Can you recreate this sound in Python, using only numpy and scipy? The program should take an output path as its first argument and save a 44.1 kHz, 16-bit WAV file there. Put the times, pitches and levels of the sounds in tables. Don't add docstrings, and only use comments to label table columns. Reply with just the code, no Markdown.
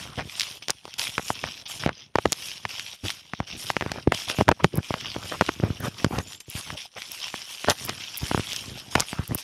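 import sys
import numpy as np
from scipy import signal
from scipy.fft import rfft, irfft
from scipy.io import wavfile
from scipy.ndimage import uniform_filter1d

SR = 44100
rng = np.random.default_rng(int(sys.argv[2]) if len(sys.argv) > 2 else 0)


def digitize_waveform(pressure):
    field = np.atleast_2d(pressure).T
    bounded = np.clip(field, -1, 1)
    quanta = np.round(bounded * 32767).astype(np.int16)
    wavfile.write(sys.argv[1], SR, quanta)


N = 415863
TIME = np.arange(N) / SR
HIT = 2048
THUD_HZ, THUD_WIDTH_HZ = 94, 80


def undb(db):
    return 10 ** (np.asarray(db) / 20)


def unit(x):
    return x / np.sqrt(np.mean(x ** 2))


def curves(table):
    s, *columns = np.transpose(table)
    return [np.interp(TIME, s, c) for c in columns]


def colour(x, points):
    hz, db = np.transpose(points)
    log_hz = np.log(np.fft.rfftfreq(HIT, 1 / SR) + 1)
    log_gain = np.log(undb(np.interp(log_hz, np.log(hz), db)))
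    cepstrum = irfft(log_gain)
    cepstrum[1:HIT // 2] *= 2
    cepstrum[HIT // 2 + 1:] = 0
    response = irfft(np.exp(rfft(cepstrum)))
    return signal.fftconvolve(x, response)[:N]


def resonate(x, hz, width_hz, order):
    s = 1j * np.fft.rfftfreq(HIT, 1 / SR) / hz
    return irfft(rfft(x) * s ** order / (1 + s * width_hz / hz + s ** 2))


def hit_level(x, db):
    return x * undb(db) * np.sqrt(SR / 100 / np.sum(x ** 2))


def add(track, s, x):
    i = int(np.clip(s * SR, 0, N - 1))
    track[i:i + HIT] += x[:N - i]


def crackle(rate, spread_db, ring_ms, bed):
    sizes = undb(spread_db * np.minimum(rng.exponential(size=N), 3.5))
    power = (rng.random(N) < rate / SR) * sizes ** 2
    decay = np.exp(-2000 / (ring_ms * SR))
    power = signal.lfilter([1], [1, -decay], power)
    return np.sqrt(power / power.mean() + bed) * rng.standard_normal(N)


def shifting(x, depth_db, size):
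    frames = signal.stft(x, nperseg=512)[2]
    field = rng.standard_normal(frames.shape)
    field = uniform_filter1d(field, size=5, axis=0)
    field = uniform_filter1d(field, size=size, axis=1)
    return unit(signal.istft(frames * undb(depth_db * unit(field)))[1][:N])


def stroke(start_s, attack_s, hold_s, sag_db, release_s):
    age = TIME - start_s
    attack_s, hold_s = max(attack_s, .001), max(hold_s, .001)
    held = np.clip((age - attack_s) / hold_s, 0, 1)
    released = np.clip((age - attack_s - hold_s) / release_s, 0, 20)
    return np.clip(age / attack_s, 0, 1) * undb(-sag_db * held) * np.exp(-released)


def tone(hz, db, waver, flutter_db, size):
    drift = unit(uniform_filter1d(rng.standard_normal(N), size=220))
    flutter = uniform_filter1d(rng.standard_normal(N), size=size)
    flutter = unit(uniform_filter1d(flutter, size=size))
    phase = 2 * np.pi * np.cumsum(hz * (1 + waver * drift)) / SR
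    return np.sqrt(2) * undb(db + flutter_db * flutter) * np.sin(phase)


# t/s, level before flutter/dB
INSECT_LEVEL = [(0, -67), (1.3, -68), (1.9, -76)]
# t/s, f before waver/Hz, level before flutter/dB
BIRD_WHISTLE = [(6.2, 6750, -68), (6.25, 6950, -59), (6.33, 7120, -56), (6.46, 7650, -72)]


def wildlife():
    insect = tone(9300, curves(INSECT_LEVEL)[0], waver=0.0027, flutter_db=4.0, size=2500)
    hz, db = curves(BIRD_WHISTLE)
    singing = (TIME > BIRD_WHISTLE[0][0]) & (TIME < BIRD_WHISTLE[-1][0])
    return insect + singing * tone(hz, db, waver=0.0059, flutter_db=7.5, size=300)


# t/s, rumble level/dB
GRIP_CREEP = [(0, -42.5), (.7, -63.5), (1.4, -53), (2.1, -59.5), (2.7, -56), (2.98, -67.5), (3.7, -52.5),
              (4.6, -57.5), (5.2, -45.5), (6.25, -48.5), (6.42, -66.5), (7.6, -72), (7.9, -37), (8.1, -71),
              (8.5, -46.5), (9.4, -58.5)]
# start t/s, attack and hold length/s,
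# rumble level/dB, scrape level/dB (both at the end of the attack)
CASE_SCUFFS = [(0.116, 0.023, -50, -44), (0.17, 0.044, -35.5, -36), (0.203, 0.072, -41, -55),
               (0.687, 0.017, -38, -31), (1.43, 0.058, -45, -45), (1.792, 0.12, -44, -41),
               (2.242, 0.04, -35.5, -52), (3.031, 0.038, -31.5, -41), (3.383, 0.046, -40.5, -53),
               (3.523, 0.052, -37, -53), (3.656, 0.11, -50, -56), (3.806, 0.19, -45.5, -42),
               (4.061, 0.042, -31, -55), (4.111, 0.035, -37.5, -43), (4.27, 0.081, -70, -42.5),
               (4.38, 0.034, -24.5, -31), (4.47, 0.043, -27, -40), (4.592, 0.013, -38, -33.5),
               (4.618, 0.044, -30, -50.5), (4.727, 0.07, -26, -44), (4.905, 0.078, -52, -42.5),
               (5.006, 0.066, -44.5, -45.5), (5.137, 0.13, -50, -45.5), (5.313, 0.041, -58, -30.5),
               (5.614, 0.058, -28, -35.5), (5.674, 0.056, -40, -44), (5.796, 0.017, -30.5, -39),
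               (5.82, 0.057, -28, -30.5), (5.967, 0.081, -63, -45), (6.055, 0.016, -41, -55),
               (6.115, 0.09, -29.5, -36), (6.479, 0.012, -38.5, -70), (6.562, 0.041, -46.5, -44),
               (6.655, 0.1, -46, -48), (6.953, 0.035, -45, -41), (7.671, 0.045, -32, -22.5),
               (7.878, 0.016, -50, -36), (8.203, 0.063, -37, -44), (8.284, 0.16, -46, -57),
               (8.693, 0.079, -44.5, -47), (8.959, 0.065, -36, -34), (9.122, 0.11, -48, -42),
               (9.19, 0.046, -39, -50), (9.287, 0.048, -28, -44)]


def case_friction(leaf_gain):
    attack_s = .01
    grip = undb(curves(GRIP_CREEP)[0])
    rumble = grip ** 2 + (leaf_gain * undb(-24.5)) ** 2
    scrape = (grip * undb(-5.5)) ** 2 + (leaf_gain * undb(-17.5)) ** 2
    for s, length_s, rumble_db, scrape_db in CASE_SCUFFS:
        power = stroke(s, attack_s, length_s - attack_s, sag_db=-1.5, release_s=0.0063) ** 2
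        rumble = rumble + power * undb(rumble_db) ** 2
        scrape = scrape + power * undb(scrape_db) ** 2
    return np.sqrt(rumble), np.sqrt(scrape)


# f/Hz, relative level/dB
RUMBLE_SPECTRUM = [(25, -60), (60, -4.5), (110, 0.5), (200, -5.5), (350, -11.5), (600, -23), (1500, -61.5)]
# f/Hz, relative level/dB
SCRAPE_SPECTRUM = [(200, -4.5), (450, -0.5), (700, 3), (1100, 0.5), (1800, -2), (2800, -8.5), (6000, -26.5),
                   (12000, -53)]


def rubbing(rumble_gain, scrape_gain):
    jerks = crackle(rate=250, spread_db=5.5, ring_ms=1.0, bed=0.14)
    slips = crackle(rate=600, spread_db=9.5, ring_ms=0.67, bed=0.84)
    slips = shifting(slips, depth_db=4.0, size=7)
    rumble = unit(colour(jerks, RUMBLE_SPECTRUM))
    scrape = unit(colour(slips, SCRAPE_SPECTRUM))
    return rumble_gain * rumble + scrape_gain * scrape


def knock(db, hz, strain_ms, chatter_ms, chatter, catch_share, strain_share, wood_hz, wood):
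    ms = 1000 * np.arange(HIT) / SR - 8
    release = signal.unit_impulse(HIT, np.argmin(np.abs(ms)))
    catch = signal.unit_impulse(HIT, np.argmin(np.abs(ms + strain_ms)))
    strain = np.maximum(ms + max(strain_ms, .1), 0) * (ms <= 0)
    force = release + catch_share * catch - strain_share * strain / strain.sum()
    push = hit_level(resonate(force, hz, 1.7 * hz, order=0), 0)

    ring_hz = wood_hz * np.exp(0.38 * rng.standard_normal())
    ring = hit_level(resonate(force, ring_hz, 330, order=1), 0)

    rattle = rng.standard_normal(HIT) * np.exp(-np.abs(ms) / chatter_ms) * (ms > -strain_ms)
    rattle = resonate(rattle, hz, 1.5 * hz, order=0)
    shake = hit_level(resonate(rattle, 160, 200, order=2), 0)

    hardness = min(hz / 900, 1)
    contact = hit_level(push + hardness * (chatter * shake + wood * ring), db)
    return resonate(contact, THUD_HZ, THUD_WIDTH_HZ, order=2)


# t/s, contact level over 10 ms before the microphone's high-pass and the case colour/dB, #
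# contact hardness as corner f/Hz, strain before it lets go/ms
CASE_KNOCKS = [(0.182, -35, 744, 3.8), (0.199, -34, 2560, 1.2), (0.698, -26, 4000, 1.9),
               (1.181, -20.5, 1940, 0.79), (1.1957, -30, 830, 3.6), (1.304, -20, 1030, 0.99),
               (1.4404, -25, 1560, 1.62), (1.837, -29.5, 1460, 0.53), (1.8624, -16.5, 650, 0.3),
               (1.8754, -26.5, 840, 0.28), (1.8926, -23.5, 1300, 1.4), (2.1568, -14.5, 1070, 2.13),
               (2.1865, -18, 1050, 1.64), (2.257, -13.5, 1050, 2.42), (2.653, -24.5, 1680, 0.98),
               (3.3357, -27.5, 1180, 0.47), (3.4031, -22, 640, 0.88), (3.7028, -20, 2290, 1.06),
               (3.7671, -19.5, 1460, 0.37), (3.8103, -25.5, 1480, 0.28), (3.8236, -26.5, 1170, 0.34),
               (3.8627, -26.0, 530, 0.6), (3.9191, -32, 3500, 1.06), (4.075, -10.5, 224, 2.36),
               (4.1223, -16.5, 2120, 1.48), (4.3, -27, 4000, 0.81), (4.387, -23, 670, 0.31),
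               (4.406, -24, 670, 4.5), (4.4108, -14, 615, 1.0), (4.4201, -22, 270, 0.71),
               (4.4822, -17.5, 1100, 0.55), (4.4899, -7, 1120, 1.1), (4.493, -16, 684, 1.1),
               (4.516, -16, 1500, 2.3), (4.522, -23.5, 670, 0.69), (4.6446, -8.5, 800, 0.42),
               (4.649, -16.5, 220, 0.78), (4.783, -18, 202, 6.1), (4.907, -22.0, 496, 0.9),
               (4.941, -23, 1310, 0.94), (5.164, -26.5, 493, 3.2), (5.4113, -13, 1220, 1.1),
               (5.4211, -21, 664, 4.4), (5.4914, -19, 1370, 2.74), (5.6, -26, 380, 0.46),
               (5.637, -18, 340, 5.4), (5.704, -18, 138, 0.6), (5.8494, -35, 950, 0.22),
               (5.882, -27, 199, 5.6), (6.0459, -18, 840, 0.22), (6.0636, -20.5, 170, 0.26),
               (6.1106, -29.5, 380, 2.7), (6.134, -29, 200, 4.6), (6.184, -21.5, 300, 1.0),
               (6.552, -25.5, 110, 0.91), (6.704, -31.5, 1820, 0.95), (6.9768, -41.5, 1830, 1.8),
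               (7.342, -29.5, 1620, 0.95), (7.646, -27.5, 3200, 2.8), (7.6857, -19.5, 825, 0.39),
               (7.8966, -28, 4000, 2.4), (8.231, -20.5, 110, 1.0), (8.314, -21.5, 770, 0.96),
               (8.347, -17.0, 500, 0.72), (8.377, -22.5, 680, 0.54), (8.396, -23.5, 377, 0.53),
               (8.954, -15.5, 3200, 1.02), (8.9567, -15.5, 1070, 0.37), (9.1305, -28, 840, 0.45),
               (9.193, -16, 99, 1.1), (9.3204, -29.5, 340, 0.76), (9.352, -26.5, 312, 0.66)]
# f/Hz, gain/dB
CASE_RESPONSE = [(300, 0), (900, -0.5), (2400, 0.5), (3600, -3.5), (6000, -2.5), (14000, -14.5)]


def knocks():
    out = np.zeros(N)
    for s, db, hz, strain_ms in CASE_KNOCKS:
        sound = knock(db, hz, strain_ms, chatter_ms=2.95, chatter=0.45, catch_share=0.31,
                      strain_share=0.56, wood_hz=1284, wood=0.18)
        add(out, s - .008, sound)
    return undb(0.1) * colour(out, CASE_RESPONSE)


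def snap(db, hz, body_db, strain_ms, tail_ms, tail_db):
    ms = 1000 * np.arange(HIT) / SR - 4
    fracture = signal.unit_impulse(HIT, np.argmin(np.abs(ms)))
    fade_ms = np.where(ms < 0, strain_ms, tail_ms)
    shiver = rng.standard_normal(HIT) * np.exp(-np.abs(ms) / fade_ms)
    burst = hit_level(fracture, 0) + hit_level(shiver, tail_db)
    crack = resonate(resonate(burst, hz, 4800, order=1), hz, 7300, order=1)
    recoil = resonate(burst, 1100, 1040, order=0)
    recoil = resonate(recoil, THUD_HZ, THUD_WIDTH_HZ, order=2)
    return hit_level(crack, db) + hit_level(recoil, db + body_db)


# t/s, crack level over 10 ms before colour and trim/dB,
# crack centre f/Hz, woody body level relative to the crack/dB
TWIG_SNAPS = [(0.3974, -15.5, 5100, -46), (0.4085, -18, 3970, -30), (0.417, -20, 4840, -37),
              (0.433, -25.5, 3520, -33), (0.6839, -20.5, 4000, -12), (0.7045, -11.5, 6530, -22.5),
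              (0.854, -34.5, 3020, 0.5), (0.879, -42, 3000, 3), (0.94, -31.5, 4540, -23),
              (0.9952, -17.5, 4760, -27), (1.283, -26, 5430, -27), (2.322, -11, 7700, -17),
              (2.3286, -14, 5330, -18), (2.485, -34.5, 3450, -11), (2.7963, -24, 3600, -20),
              (3.095, -30, 3400, -7), (3.1036, -22, 3150, -41), (3.9177, -23.5, 3760, -2.5),
              (4.147, -24, 4840, -22), (4.4896, -26, 5840, -12), (4.6442, -36, 6400, -14),
              (4.756, -21, 13100, -34), (4.7736, -19, 12300, -21), (5.011, -31.5, 2840, -27),
              (5.464, -29, 4200, -35), (5.803, -26, 12900, -31), (6.0454, -19, 3600, 3.5),
              (6.187, -24, 3400, -1.5), (6.408, -40, 3940, -26), (6.5004, -22, 12700, -46),
              (7.0204, -28.5, 2850, -19), (7.118, -20, 12800, -46), (7.282, -31.5, 3120, -37),
              (7.699, -10, 5900, -17), (7.706, -16, 4130, -6), (7.8507, -16.5, 13200, -28),
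              (7.862, -22, 13100, -27), (7.8938, -22, 4500, -7.5), (8.1743, -16, 13100, -59),
              (8.1806, -17, 12800, -38), (8.532, -23.5, 5300, -16.5), (8.563, -20.5, 5450, -28),
              (8.9985, -17, 5130, -11), (9.0047, -8.5, 7450, -19), (9.278, -22, 13100, -38),
              (9.3482, -9.5, 12400, -28), (9.354, -23, 12200, -24)]
# f/Hz, gain/dB
SNAP_RESPONSE = [(2500, 1), (3900, -3), (5400, -2.5), (8000, -11), (10500, -9), (14000, -16), (16000, -15)]


def snaps():
    out = np.zeros(N)
    for s, db, hz, body_db in TWIG_SNAPS:
        sound = snap(db, hz, body_db, strain_ms=0.23, tail_ms=2.6, tail_db=-5)
        add(out, s - .004, sound)
    return undb(-3.5) * colour(out, SNAP_RESPONSE)


# t/s, body level/dB
UNDERGROWTH_STIR = [(0, -37), (.45, -86), (.62, -52.5), (1.3, -58), (2.1, -62.5), (2.63, -49), (3.0, -53),
                    (3.3, -54), (3.9, -72), (4.08, -58.5), (4.7, -52.5), (5.15, -45), (5.9, -48),
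                    (6.42, -57), (6.92, -56.5), (7.1, -42.5), (8.6, -43.5), (8.85, -48), (9.2, -46)]
# start t/s, swell/s, hold/s,
# body level at full swell/dB, treble level relative to the body/dB
LEAF_SWISHES = [(0.125, 0.063, 0.032, -40, -16), (0.202, 0.24, 0.066, -35, -8.5),
                (0.473, 0.041, 0.065, -40, -7), (0.621, 0.0036, 0.0058, -32.5, -22),
                (0.855, 0.033, 0.078, -44.5, -16), (0.98, 0.0066, 0.095, -30, -5),
                (1.07, 0.023, 0.13, -41, -3.5), (1.182, 0.11, 0.039, -38.5, 0),
                (1.321, 0.038, 0.26, -38.5, -14), (1.655, 0.0037, 0.013, -32, -35),
                (1.673, 0.023, 0.09, -36.5, -2.5), (1.792, 0.0071, 0.06, -35.5, -11.5),
                (1.893, 0.082, 0.088, -46.5, -37), (2.143, .06, 0.12, -47, -7),
                (2.251, 0.22, 0.066, -36, -7.5), (2.53, 0.022, 0.039, -41, -10),
                (2.678, .015, .26, -37.5, -10.5), (3.026, 0.048, 0.048, -33, -7.5),
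                (3.105, 0.035, 0.07, -40.5, -12), (3.323, 0.016, 0.11, -46.5, -41),
                (3.464, .01, 0.092, -38, -18), (3.56, 0.048, 0.036, -38, -0.5),
                (3.643, 0.037, 0.037, -36, -3.5), (3.702, 0.035, 0.22, -44, -9.5),
                (3.925, 0.021, 0.092, -45, -12), (4.126, 0.019, .11, -32.5, -8),
                (4.258, 0.045, 0.022, -29.5, -8), (4.316, 0.058, 0.054, -37, -6.5),
                (4.634, 0.007, 0.0066, -30, -7), (4.81, 0.044, 0.16, -41.5, -8.5),
                (4.987, 0.021, 0.14, -36.5, -30), (5.197, 0.082, 0.11, -38, -6.5),
                (5.397, 0.017, 0.13, -40, -8), (5.808, 0.045, 0.037, -39, -5),
                (5.951, 0.049, 0.047, -38, -9.5), (6.044, 0.12, 0.075, -46.5, -1),
                (6.229, 0.1, 0.033, -42, -5.5), (6.401, 0.0024, 0.0074, -43, 2.5),
                (6.457, 0.12, 0.032, -39.5, -3), (6.544, 0.018, 0.047, -36, -2),
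                (6.601, 0.025, 0.12, -40, -7.5), (6.758, 0.017, 0.083, -36, -13),
                (6.957, 0.026, 0.092, -40.5, -9), (7.092, 0.061, 0.055, -40.5, -5),
                (7.185, 0.052, 0.058, -33, -14), (7.316, 0.043, 0.089, -40.5, -11),
                (7.48, 0.027, 0.053, -39, -3.5), (7.58, 0.034, 0.024, -38, -7),
                (7.68, 0.03, 0.011, -28, -2.5), (7.76, 0.067, 0.039, -42, 1.5),
                (7.994, 0.019, 0.15, -36.5, -30), (8.153, 0.12, 0.18, -36.5, -6.5),
                (8.412, 0.11, 0.064, -34, -8.5), (8.576, 0.017, 0.12, -39.5, -7.5),
                (8.742, 0.048, 0.028, -39, -11), (8.905, 0.0084, 0.13, -37, -7),
                (9.045, 0.062, 0.028, -40.5, 0.5), (9.374, 0.0071, 0.03, -36.5, -2)]


def leaf_motion():
    stir_db = curves(UNDERGROWTH_STIR)[0]
    stir_treble_db = -7 + 0.35 * (stir_db + 41)
    body = undb(stir_db) ** 2
    treble = body * undb(stir_treble_db) ** 2
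    for s, swell_s, hold_s, db, treble_db in LEAF_SWISHES:
        swish = undb(db) * stroke(s, swell_s, hold_s, sag_db=5, release_s=0.0091)
        body = body + swish ** 2
        treble = treble + swish ** 2 * undb(treble_db) ** 2
    return np.sqrt(body), np.sqrt(treble)


# f/Hz, relative level/dB
BLADE_SPECTRUM = [(200, -53), (600, -18.5), (1000, -11), (1700, -12), (2400, -2), (3200, 3), (4300, -6.5),
                  (5500, -0.5), (6300, -9.5), (7200, -35.5)]
# f/Hz, relative level/dB
EDGE_SPECTRUM = [(5000, -6), (6600, 3), (8000, -2), (9600, 0.5), (12500, -4), (14200, -17), (15800, -38.5)]


def leaves(body_gain, treble_gain):
    cracks = crackle(rate=1200, spread_db=6.5, ring_ms=0.6, bed=0.5)
    sifting = crackle(rate=2200, spread_db=4.5, ring_ms=0.25, bed=0.88)
    body = unit(colour(shifting(cracks, depth_db=2.5, size=7), BLADE_SPECTRUM))
    treble = unit(colour(shifting(sifting, depth_db=4, size=5), EDGE_SPECTRUM))
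    return body_gain * body + treble_gain * treble


def scene():
    body, treble = leaf_motion()
    background = wildlife()
    handling = rubbing(*case_friction(body)) + knocks()
    litter = snaps() + leaves(body, treble)
    return (background + handling + litter)[None]


# upper edge f/Hz, threshold level/dB
SUPPRESSOR_BANDS = [(800, -59), (2400, -61), (7000, -63), (16000, -66)]


def suppress(x):
    hz, _, frames = signal.stft(x, nperseg=512)
    gain, low_hz = np.ones(frames.shape), 0
    for high_hz, threshold_db in SUPPRESSOR_BANDS:
        band = (hz >= low_hz) & (hz < high_hz)
        power = uniform_filter1d(np.sum(np.abs(frames[band]) ** 2, axis=0), size=5)
        excess = (power / undb(threshold_db) ** 2) ** 2
        gain[band] = np.maximum(excess / (1 + excess), undb(-20))
        low_hz = high_hz
    return signal.istft(frames * gain)[1][:N]


def record(dry):
    bass_cut_hz, top_hz = 36, 15650
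    bass_cut = signal.butter(2, bass_cut_hz, "highpass", fs=SR, output="sos")
    thin = signal.sosfilt(bass_cut, dry[0])
    clipped = np.clip(suppress(thin), -.8, .8)
    top_cut = signal.ellip(8, .2, 70, top_hz, fs=SR, output="sos")
    return signal.sosfilt(top_cut, clipped)[None]


dry = scene()
out = record(dry)
digitize_waveform(out)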